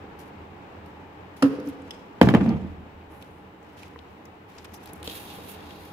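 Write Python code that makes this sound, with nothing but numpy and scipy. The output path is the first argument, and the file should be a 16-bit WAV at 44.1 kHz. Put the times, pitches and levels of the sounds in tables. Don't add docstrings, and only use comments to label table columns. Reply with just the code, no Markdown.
import sys
import numpy as np
from scipy import signal
from scipy.fft import rfft, irfft, next_fast_len
from scipy.io import wavfile

SR = 44100
rng = np.random.default_rng(int(sys.argv[2]) if len(sys.argv) > 2 else 0)


def boost(x):
    u = np.asarray(x, float) / 20
    return 10 ** u


def transcribe(u):
    v = np.clip(np.atleast_2d(u).T, -1, 1)
    q = np.round(v * 32767).astype(np.int16)
    wavfile.write(sys.argv[1], SR, q)


N = 261287

# frequency_hz, level_db, t60_s
HOLLOW_MODES = [(142.6, -9, 0.19), (248.4, -11, 0.14), (278, 4.5, 0.13), (347, -19, .08), (424, -3, 0.14),
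                (502.5, 2.5, 0.14), (615, -21, 0.06), (825, -23, .08), (1210, 10, 0.025),
                (1780, -10, 0.023), (2720, 3, 0.028), (3930, -17, .02), (5070, -16, .04)]
# frequency_hz, level_db, t60_s
COVER_MODES = [(79.4, -8, 0.11), (120.3, -12, 0.35), (147, -11, 0.21), (194.6, -1.5, 0.064),
               (225.5, 2.5, 0.068), (294, -3, 0.022), (310, -1.5, 0.043), (462, -8.5, 0.045),
               (520, -15, 0.04), (776, -2, 0.01), (840, -22, 0.028), (1010, -27, 0.018),
               (1178, -20.5, 0.059), (1740, -4, 0.022), (2310, -13, 0.028)]
# frequency_hz, density_db_per_hz
CRACK_SPECTRUM = [(290, -4), (500, -3.5), (1210, -15), (2460, -17.5), (3290, -22.5), (4210, -31),
                  (9090, -48), (10700, -39.5), (14700, -50), (16000, -55)]
# frequency_hz, density_db_per_hz
SNAP_SPECTRUM = [(300, -15), (600, -6.5), (900, -11), (1350, -8), (2210, -20), (2800, -17.5), (3630, -26),
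                 (5050, -23), (7940, -36), (9760, -27.5), (16000, -48)]


def rms_one(x):
    return x / np.sqrt(np.mean(x ** 2) + 1e-20)


def filtered(x, order, hz, kind="low"):
    return signal.sosfilt(signal.butter(order, hz, kind, fs=SR, output="sos"), x)


def in_time(rows):
    s, *columns = np.transpose(rows)
    return [np.interp(np.arange(N) / SR, s, c, left=-150, right=-150) for c in columns]


def at_hz(points, hz):
    table_hz, values = np.array(points).T
    return np.interp(np.log(hz), np.log(table_hz), values)


def drift(rate):
    r = np.exp(-80 * np.pi * rate / SR)
    noise = rng.standard_normal(N // 40 + 2002)
    slow = signal.lfilter([1], [1, -2 * r, r * r], noise)[2000:]
    return np.interp(np.arange(N) / 40, np.arange(len(slow)), rms_one(slow))


def swells(rows, rise_s, fall_db_per_s):
    t = np.arange(N) / SR
    total = 0
    for s, db, hold in rows:
        fall_db = fall_db_per_s * np.maximum(t - s - hold, 0)
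        total = total + boost(db - fall_db) * np.clip(1 + (t - s) / rise_s, 0, 1)
    return total


def coloured(x, spectrum):
    size = next_fast_len(x.shape[-1])
    hz = np.maximum(np.fft.rfftfreq(size, 1 / SR), 1)
    return irfft(rfft(x, size) * boost(at_hz(spectrum, hz)), size)[..., :x.shape[-1]]


def resonate(x, hz, width_hz):
    r = np.exp(-np.pi * width_hz / SR)
    poles = [1, -2 * r * np.cos(2 * np.pi * hz / SR), r * r]
    return signal.lfilter([(1 - r * r) / 2, 0, (r * r - 1) / 2], poles, x)


def resonate_twice(x, hz, width_hz):
    return resonate(resonate(x, hz, width_hz), hz, width_hz)


def ringing(force, hz, t60):
    r, w = boost(-60 / (t60 * SR)), 2 * np.pi * hz / SR
    return signal.lfilter([0, np.sin(w)], [1, -2 * r * np.cos(w), r * r], force)


def shaken(modes):
    return rms_one(sum(boost(db) * ringing(rng.standard_normal(N), hz, t60) for hz, db, t60 in modes))


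def strike(blows, modes, scatter_db):
    first = round(blows[0][0] * SR)
    span = round((blows[-1][0] - blows[0][0] + .6) * SR)
    out = np.zeros(N + SR)
    luck = rng.standard_normal((len(blows), 16))
    t = np.arange(int(SR * .012)) / SR
    for k, (hz, mode_db, t60) in enumerate(modes):
        force = np.full(span, 1e-18)
        for (s, blow_db, ms), chance in zip(blows, luck):
            push = np.sin(np.pi * np.minimum(t / (max(ms, .05) / 2000), 1))
            gain = boost(blow_db + mode_db + scatter_db * chance[k])
            force[max(round(s * SR) - first, 0):][:len(t)] -= push / push.sum() * gain
        out[first:first + span] += (-1) ** (k // 3) * ringing(force, hz, t60)
    return out[:N]


def burst(ms):
    t = np.arange(int(.12 * SR)) / SR
    shared, own = rng.standard_normal(len(t)), rng.standard_normal((2, len(t)))
    return (0.64 * shared + 1.58 * own) * boost(-60000 * t / max(ms, 2)) * (1 - np.exp(-t / 0.00026))


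def grainy(per_s, spread_db):
    sizes = boost(spread_db * np.minimum(rng.exponential(1, N), 3)) * (rng.random(N) < per_s / SR)
    return rng.standard_normal((2, N)) * (1 + sizes) + 0.09 * rng.standard_normal(N)


def add(out, s, sound):
    i = round(s * SR)
    out[:, i:i + sound.shape[1]] += sound[:, :N - i]


def pan(x, db):
    return x * boost(np.array([[db / 2], [-db / 2]]))


def lagged(x, count):
    return np.array([np.roll(x[0], count), x[1]])


def narrowed(x):
    side = filtered((x[0] - x[1]) / 2, 2, 1070, "high")
    return x.mean(axis=0) + side * [[1], [-1]]


def tool(table, modes, spectrum, crack_ms, scatter_db, shock_db):
    body = strike([(s, db, ms) for s, db, _, ms in table], modes, scatter_db)
    crack, shock = np.zeros((2, N)), np.zeros((2, N))
    for s, _, crack_db, ms in table:
        keep = np.exp(-2 * np.pi * 16000 / ms ** 2.4 / SR)
        add(crack, s, boost(crack_db) * signal.lfilter([1 - keep], [1, -keep], burst(crack_ms)))
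        jerk = np.hanning(int(ms * SR / 1200) + 3) * [[1], [1]]
        add(shock, s, -boost(crack_db + shock_db) * jerk)
    return body + shock + boost(21.0) * coloured(crack, spectrum)


def workshop():
    # time_s, level_db
    hum = [(0, -45.5), (1.3, -46.5), (2.1, -47), (2.9, -48.5), (4.44, -49.5), (5.15, -45), (5.925, -46)]
    # frequency_hz, density_db_per_hz
    air_spectrum = [(15, -66), (25, -48), (49, -5), (62, -26), (76, 4), (92, 0), (118, -5.5), (179, -4),
                    (253, -5.5), (301, -4), (630, -10), (846, -6), (1250, -13.5), (2440, -20), (9000, -54),
                    (11700, -91), (19800, -120)]
    # frequency_hz, width_hz, level_db
    machines = [(81.3, 16, -66.5), (191.5, 26.4, -58.5), (301.6, 36, -59), (433.4, 81, -59),
                (828, 37, -61.5)]
    # frequency_hz, left_right_likeness
    likeness = [(60, 0.93), (180, 1), (550, 0.46), (1650, -0.29), (4970, -0.11), (15000, -0.03)]
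    # frequency_hz, left_right_db
    balance = [(60, 0), (240, -2.5), (950, 0), (3770, 5.5), (15000, 27)]
    size = next_fast_len(N)
    hz = np.maximum(np.fft.rfftfreq(size, 1 / SR), 1)
    mid, side = rfft(rng.standard_normal((2, size)))
    alike, lean = np.clip(at_hz(likeness, hz), 0, 1), boost(at_hz(balance, hz) / 2)
    mid, side = np.sqrt(1 + alike) * mid, np.sqrt(1 - alike) * side
    pair = np.array([(mid + side) * lean, (mid - side) / lean])
    air = boost(1.5) * rms_one(irfft(pair * boost(at_hz(air_spectrum, hz)), size)[:, :N])
    air = air * boost(.6 * drift(6))
    drones = sum(boost(db + 47) * rms_one(resonate_twice(rng.standard_normal(N), f, width))
                 for f, width, db in machines)
    return boost(in_time(hum)[0]) * (air + drones)


def shop_echo(x):
    t60_s, wall_hz = 0.3, 3220
    size = next_fast_len(N + SR)
    hz, spectrum = np.fft.rfftfreq(size, 1 / SR), rfft(x, size)
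    out = np.zeros((2, len(hz)), complex)
    for k, lag in enumerate(rng.uniform(.012, .045, 12)):
        delay = np.exp(-2j * np.pi * hz * lag)
        loop = boost(-60 * lag / t60_s) / (1 + 1j * hz / wall_hz / 4) * delay
        out[k % 2] += (-1) ** (k // 2) * loop / (1 - loop) * spectrum / (1 + 1j * hz / wall_hz)
    return irfft(out, size)[:, :N]


def gloves():
    # start_s, length_s, level_db, dark_part_db
    rubs = [(0.187, 0.13, -56.5, 2.5), (0.862, 0.054, -65, 2), (1.363, 0.11, -57, 3), (1.433, 0.14, -58, 2),
            (1.65, 0.085, -57.5, 1), (1.918, 0.13, -76, 15.5), (2.212, 0.083, -49, 10),
            (2.285, 0.057, -47.5, 8.5), (2.327, 0.21, -61.5, 15), (2.487, 0.29, -73.5, 14),
            (3.093, 0.12, -69, -13), (3.211, 0.086, -68.5, 12), (3.766, 0.15, -65, 8.5),
            (3.821, 0.054, -68, 15.5), (4.105, 0.069, -75, 2), (4.481, 0.061, -65, 3),
            (4.579, 0.029, -61, 15.5), (4.644, 0.019, -66, 17.5), (4.736, 0.052, -50, -8),
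            (4.822, 0.1, -64, 1), (4.86, 0.088, -63, 9), (4.947, 0.1, -64, -12)]
    # start_s, length_s, level_db, dark_part_db
    moves = [
        (1.498, 0.99, -72.5, 10),
        (3.1, 0.4, -70, -3),
        (3.604, 1, -71, 8),
        (4.495, 0.62, -64.5, 7.5),
    ]
    # start_s, length_s, level_db, pitch_hz
    swishes = [(3.096, 0.13, -68, 11400), (3.2, 0.27, -80, 9500), (4.73, .045, -55, 5600),
               (5.1, .2, -61, 9400), (5.599, 0.35, -60, 3900), (3.757, .1, -75, 10900),
               (5.476, .06, -58, 12000)]
    # frequency_hz, density_db_per_hz
    knit = [(1470, -4), (2500, -2), (4480, -8.5), (5610, -8.5), (8660, -11.5), (11100, -6.5), (15200, -11),
            (16000, -34)]
    rub = rms_one(coloured(grainy(per_s=1500, spread_db=3.5), knit))
    rub = rub * boost(3.0 * drift(40))
    dull = filtered(rub, 2, 7000)
    out = np.zeros((2, N))
    for s, length, rub_db, dull_db in rubs + moves:
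        i, swell = round(s * SR), np.linspace(0, 1, int(length * SR))
        stroke = (rub - dull + boost(dull_db) * dull)[:, i:i + len(swell)]
        add(out, s, boost(rub_db) * np.sin(np.pi * swell ** 0.41) * stroke)
    for s, length, swish_db, hz in swishes:
        swell = np.hanning(int(length * SR))
        slide = rms_one(resonate_twice(rng.standard_normal((2, len(swell))), hz, 1500))
        add(out, s, boost(swish_db) * swell ** .5 * slide)
    return pan(out, 0.95)


def wire():
    # time_s, level_db
    pull = [(5.042, -49.5), (5.085, -50), (5.15, -46), (5.3, -56.5), (5.355, -51.5), (5.41, -60),
            (5.44, -54), (5.475, -55), (5.505, -44), (5.58, -65), (5.76, -64.5), (5.85, -57), (5.93, -65)]
    # frequency_hz, width_hz, level_db
    harness = [(2760, 98, 1), (3340, 380, 2), (3770, 71, -3), (4370, 230, -13), (6000, 150, -19),
               (6750, 150, -25), (9300, 200, -22)]
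    # frequency_hz, density_db_per_hz
    sleeve = [(2650, -2.5), (4500, -40), (4900, -13), (8370, -5.5), (9210, -2), (10100, -1), (12300, 5.5),
              (13800, -7), (15100, 2), (16000, -16)]
    hiss_db, = in_time(pull)
    rib_db = -49.5 + 0.21 * (hiss_db + 55) - 6.5 * (np.arange(N) / SR - pull[0][0])
    rib_db = rib_db - 60 * (hiss_db < -100)
    slip = grainy(per_s=1800, spread_db=3.5) * boost(1.6 * drift(60))
    slip = lagged(slip + 0.24 * slip[1], count=13)
    ribs = sum(boost(db + 1.6 * drift(8.7)) * resonate(slip, hz, 1.75 * width) for hz, width, db in harness)
    ribs = ribs + 0.12 * resonate(resonate(slip, 3200, 2600), 3860, 3100)
    flare = swells([(5.09, -56, 0)], rise_s=0.039, fall_db_per_s=69)
    hiss = boost(hiss_db) * rms_one(coloured(slip, sleeve))
    return pan(hiss, -5.5) + pan((boost(rib_db) + flare) * rms_one(ribs), 1.0)


def ticks():
    # start_s, peak_db, pitch_hz, top_above_8_khz_db,
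    # left_right_db
    parts = [(3.011, -48, 2570, -82, 7), (3.224, -37.5, 3080, -48, 1), (3.8312, -34.5, 2480, -49, 1),
             (3.9893, -40, 3150, -74, 9), (4.511, -55, 2800, -71, 4.5), (4.6444, -46, 3500, -47, -5),
             (4.8578, -41, 3340, -41, 6), (5.0286, -30, 3150, -47, -1), (5.0563, -40, 3000, -55, 0),
             (5.075, -21.5, 3250, -39, -1), (5.097, -33, 3200, -60, 0), (5.1521, -40, 3300, -57, 0),
             (5.3067, -53, 3200, -58, 3), (5.4244, -54, 3200, -60, 0), (5.706, -39.5, 3180, -62, 12),
             (0.192, -52.5, 5900, -48, -4), (0.86, -54, 4500, -56, 1), (1.551, -53, 4230, -71, 10),
               (1.5996, -48, 5200, -52, 0), (1.6591, -61, 5300, -58, 5.0), (1.673, -50, 5700, -65, 9),
               (1.687, -54, 5490, -42, -2.5), (1.8194, -59, 7800, -78.5, 5), (2.491, -39, 4700, -51, 3),
               (3.6282, -65, 7140, -77, 14), (3.7304, -69, 4910, -63, 4), (3.879, -62, 4950, -57, 7),
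               (4.254, -49.5, 5970, -54, 11), (4.5832, -41, 4960, -67, 7), (4.836, -60, 7760, -60, 9),
               (4.874, -47, 4880, -49, 1.5), (4.933, -57, 7540, -36, -2), (2.4605, -58, 6000, -54, -1),
               (5.0288, -42.5, 9000, -56, -4), (5.076, -38, 7500, -50, 5), (5.39, -55, 5100, -70, 5)]
    out = np.zeros((2, N))
    for s, peak_db, hz, top_db, side_db in parts:
        noise = burst(24 * boost(-0.12 * (max(peak_db, top_db) + 51.5)))
        edge = resonate(resonate(noise, 12000, 6000), 9900, 7000)
        pitch = resonate(resonate(noise, hz, .5 * hz), hz, 0.42 * hz)
        add(out, s, pan(boost(peak_db + 5.5) * pitch + boost(top_db + 2.0) * edge, side_db))
    return out


def taps():
    # start_s, level_db, contact_ms
    touches_of_parts = [
        (3.842, -54, 0.18),
        (3.960, -37.5, 0.17),
        (4.116, -42.5, 2.1),
        (4.585, -52, 0.37),
        (5.077, -35, 1.3),
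        (5.385, -39, 1),
    ]
    # frequency_hz, level_db, t60_s
    plastic = [(284, -8, 0.069), (467, 6.5, 0.046), (990, -1.5, 0.019), (1930, 6.5, 0.0062)]
    return strike(touches_of_parts, plastic, 3.8)


def jaws():
    # start_s, level_db, t60_s, broad_share
    contacts = [
        (1.430, -54, .2, .3),
        (1.9075, -27, .024, .15),
        (1.913, -55, .5, .25),
    ]
    # frequency_hz, width_hz
    steel = [(2050, 400), (3250, 500), (5150, 450), (8300, 600), (10700, 600), (11900, 600)]
    steel_levels = [-11, 0, -4, -17, -23, -20]
    out, t = np.zeros((2, N)), np.arange(SR // 2) / SR
    for s, db, t60, broad in contacts:
        noise = rng.standard_normal((2, len(t)))
        ring = sum(boost(mode_db) * resonate_twice(noise, hz, width)
                   for (hz, width), mode_db in zip(steel, steel_levels))
        click = rms_one(resonate(resonate(noise, 3600, 4000), 3600, 5000))
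        add(out, s, boost(db - 60 * t / t60) * (rms_one(ring) + broad * click))
    return out


def sway():
    rocks = [2.234, 2.353, 2.523, 2.624, 2.697, 2.775, 2.944, 3.069]
    # frequency_hz, level_db, t60_s
    support = [(44.8, -5, 0.33), (80.1, 2, 0.28)]
    pushes = [(s, -24.5 - 28.5 * max(s - rocks[1], 0), 7.8) for s in rocks]
    return resonate(strike(pushes, support, 0.81), 73, 60.3)


def touches():
    # start_s, level_db, contact_ms
    contacts = [(2.4445, -24, 4.9), (2.4635, -21.5, 4.5), (2.480, -25, 4.6), (2.496, -24.5, 2.8),
                (2.5125, -20.5, 6.1), (2.526, -24, 2.6), (2.544, -26, 4.9), (2.558, -26, 2.1),
                (2.605, -29, 5.6), (2.621, -30.5, 5.2), (2.644, -35, 3), (2.712, -39, 4.1),
                (2.787, -41, 4.1)]
    # frequency_hz, level_db, t60_s
    panel = [(158.3, -6.5, 0.2), (190, 1.5, 0.26), (224, -11, 0.1), (338, -5, 0.059)]
    return strike(contacts, panel, 2.7)


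def settling():
    # start_s, rumble_db, hold_s, grinding_relative_db
    rocking = [
        (2.223, -20.5, 0.0055, 4),
        (2.272, -24, 0.042, -1),
        (2.34, -17.5, 0.022, -2.5),
        (2.407, -21, 0.0055, -7),
        (2.46, -26, 0.071, -17),
        (2.61, -45, 0.048, -18),
        (2.78, -45.5, 0.021, -30),
    ]
    rest_s, rest_fall = 2.514, 96
    grit_rise_s, shake_s, shake_rise_s = 0.0034, 1.52, .03
    rumble = swells([(s, db, hold) for s, db, hold, _ in rocking], 0.013, 357)
    rumble = rumble + swells([(rest_s, -35, 0)], 0.042, rest_fall)
    grind = swells([(s, db + grit_db, hold) for s, db, hold, grit_db in rocking], grit_rise_s, 432)
    grind = grind + swells([(rest_s, -32, 0)], 0.18, rest_fall)
    ring = swells([(shake_s, -35, 0)], shake_rise_s, 38)
    rattle = swells([(1.44, -30.5, 0)], grit_rise_s, 276.5) + swells([(shake_s, -45, 0)], shake_rise_s, 42)
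    grit = filtered(grainy(per_s=1100, spread_db=5.5), 1, 3500)
    low = rumble * resonate(shaken(COVER_MODES[1:6]), 213, 260)
    gritty = shaken(COVER_MODES[6:13]) + 0.58 * rms_one(coloured(grit, CRACK_SPECTRUM))
    hollow = ring * shaken(HOLLOW_MODES[2:6])
    chatter = rattle * boost(1.0) * rms_one(coloured(grit, SNAP_SPECTRUM))
    return low + grind * boost(-1.5) * gritty + hollow + chatter


def landing():
    # start_s, blow_db, crack_db, contact_ms
    bounces = [(2.2138, -22, -7, 0.67), (2.2150, -5.5, -17.5, 1.25), (2.220, -43, -11.5, 4.5),
               (2.2315, -24, -28, 1.7), (2.240, -21, -27, 3), (2.2501, -20, -27, 2.7),
               (2.259, -33, -38, 2.7), (2.2716, -14, -33, 0.99), (2.288, -18, -16, 0.62),
               (2.297, -25, -29, 1.9), (2.308, -19, -32, 2), (2.322, -26, -36, 3), (2.339, -16, -20, 0.88),
               (2.3417, -11.5, -30, 2.1), (2.348, -14, -16, 0.66), (2.3525, -17, -25, 1.5),
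               (2.364, -40, -45, 0.74), (2.371, -20, -33, 1.3), (2.400, -26, -53, 12),
               (2.410, -16, -29.5, 1.8), (2.424, -17, -31, 4.1), (2.461, -21, -30, 1.9),
               (2.492, -32, -30, 3.5)]
    # frequency_hz, level_db, t60_s
    handles = [(696, -3.5, 0.078), (783, -5, .05), (985, -9, 0.026), (1240, -9, .05), (1620, -15, 0.044),
               (1745, -16, 0.066), (2240, -15, 0.081), (3100, -8, 0.068), (3500, -22, .06)]
    cover = tool(bounces, COVER_MODES, CRACK_SPECTRUM, crack_ms=20.3, scatter_db=-1.0, shock_db=6.0)
    return cover + strike([(s, crack_db - 7.5, ms / 2) for s, _, crack_db, ms in bounces], handles, 2.0)


def hollow_knock():
    # start_s, blow_db, crack_db, contact_ms
    knocks = [(1.4235, -25.5, -20, 0.31), (1.4264, -29.5, -26, 1.8), (1.4300, -17, -70, 3.8),
              (1.4336, -14, -72, 5.2), (1.4444, -20, -70, 5.3), (1.4589, -22, -80, 4),
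              (1.4665, -26, -70, 4.2), (1.478, -41, -60, 2.6), (1.51, -33, -56, 4.5), (1.535, -32, -59, 3),
              (1.584, -32.5, -68, 3.5), (1.604, -31, -70, 3.56), (1.666, -27, -69, 5.1),
              (1.6696, -31, -70, 6.5), (1.6768, -31.5, -64, 5.6), (1.6878, -40, -67, 5.3)]
    # start_s, level_db, contact_ms
    loose_part = [
        (1.464, -23, 2.0),
        (1.480, -30, 2.0),
        (1.494, -30, 2.0),
        (1.508, -34, 2.0),
    ]
    knock = tool(knocks, HOLLOW_MODES, SNAP_SPECTRUM, crack_ms=41.0, scatter_db=4.5, shock_db=-20.0)
    return filtered(knock, 2, 150, "high") + strike(loose_part, HOLLOW_MODES[4:5], 1.0)


def scene():
    handling = narrowed(hollow_knock() + landing() + touches() + settling())
    handling = lagged(pan(handling, -1.2), count=5)
    sharp = filtered(handling, 3, 95, "high")
    sharp = sharp + taps() + ticks()
    echo = boost(-18) * shop_echo(sharp.mean(axis=0))
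    return sharp + echo + sway() + jaws() + gloves() + wire() + workshop()


def band_limit(x):
    return signal.sosfilt(signal.butter(12, 16530, fs=SR, output="sos"), x)


def record(dry):
    # frequency_hz, density_db_per_hz
    self_noise = [(1760, -10), (3000, 1.5), (3240, -10), (3890, -6.5), (5180, -41), (7460, -17.5),
                  (8640, -28), (12100, -16.5), (15100, -19), (16000, -13)]
    hiss = boost(-66) * rms_one(coloured(rng.standard_normal(dry.shape), self_noise))
    top_cut = signal.cheby2(18, 50, 16050, fs=SR, output="sos")
    cut = signal.sosfilt(top_cut, np.clip(dry + hiss, -1, 1))
    return band_limit(np.clip(cut, -1, 1))


dry = scene()
out = record(dry)
transcribe(out)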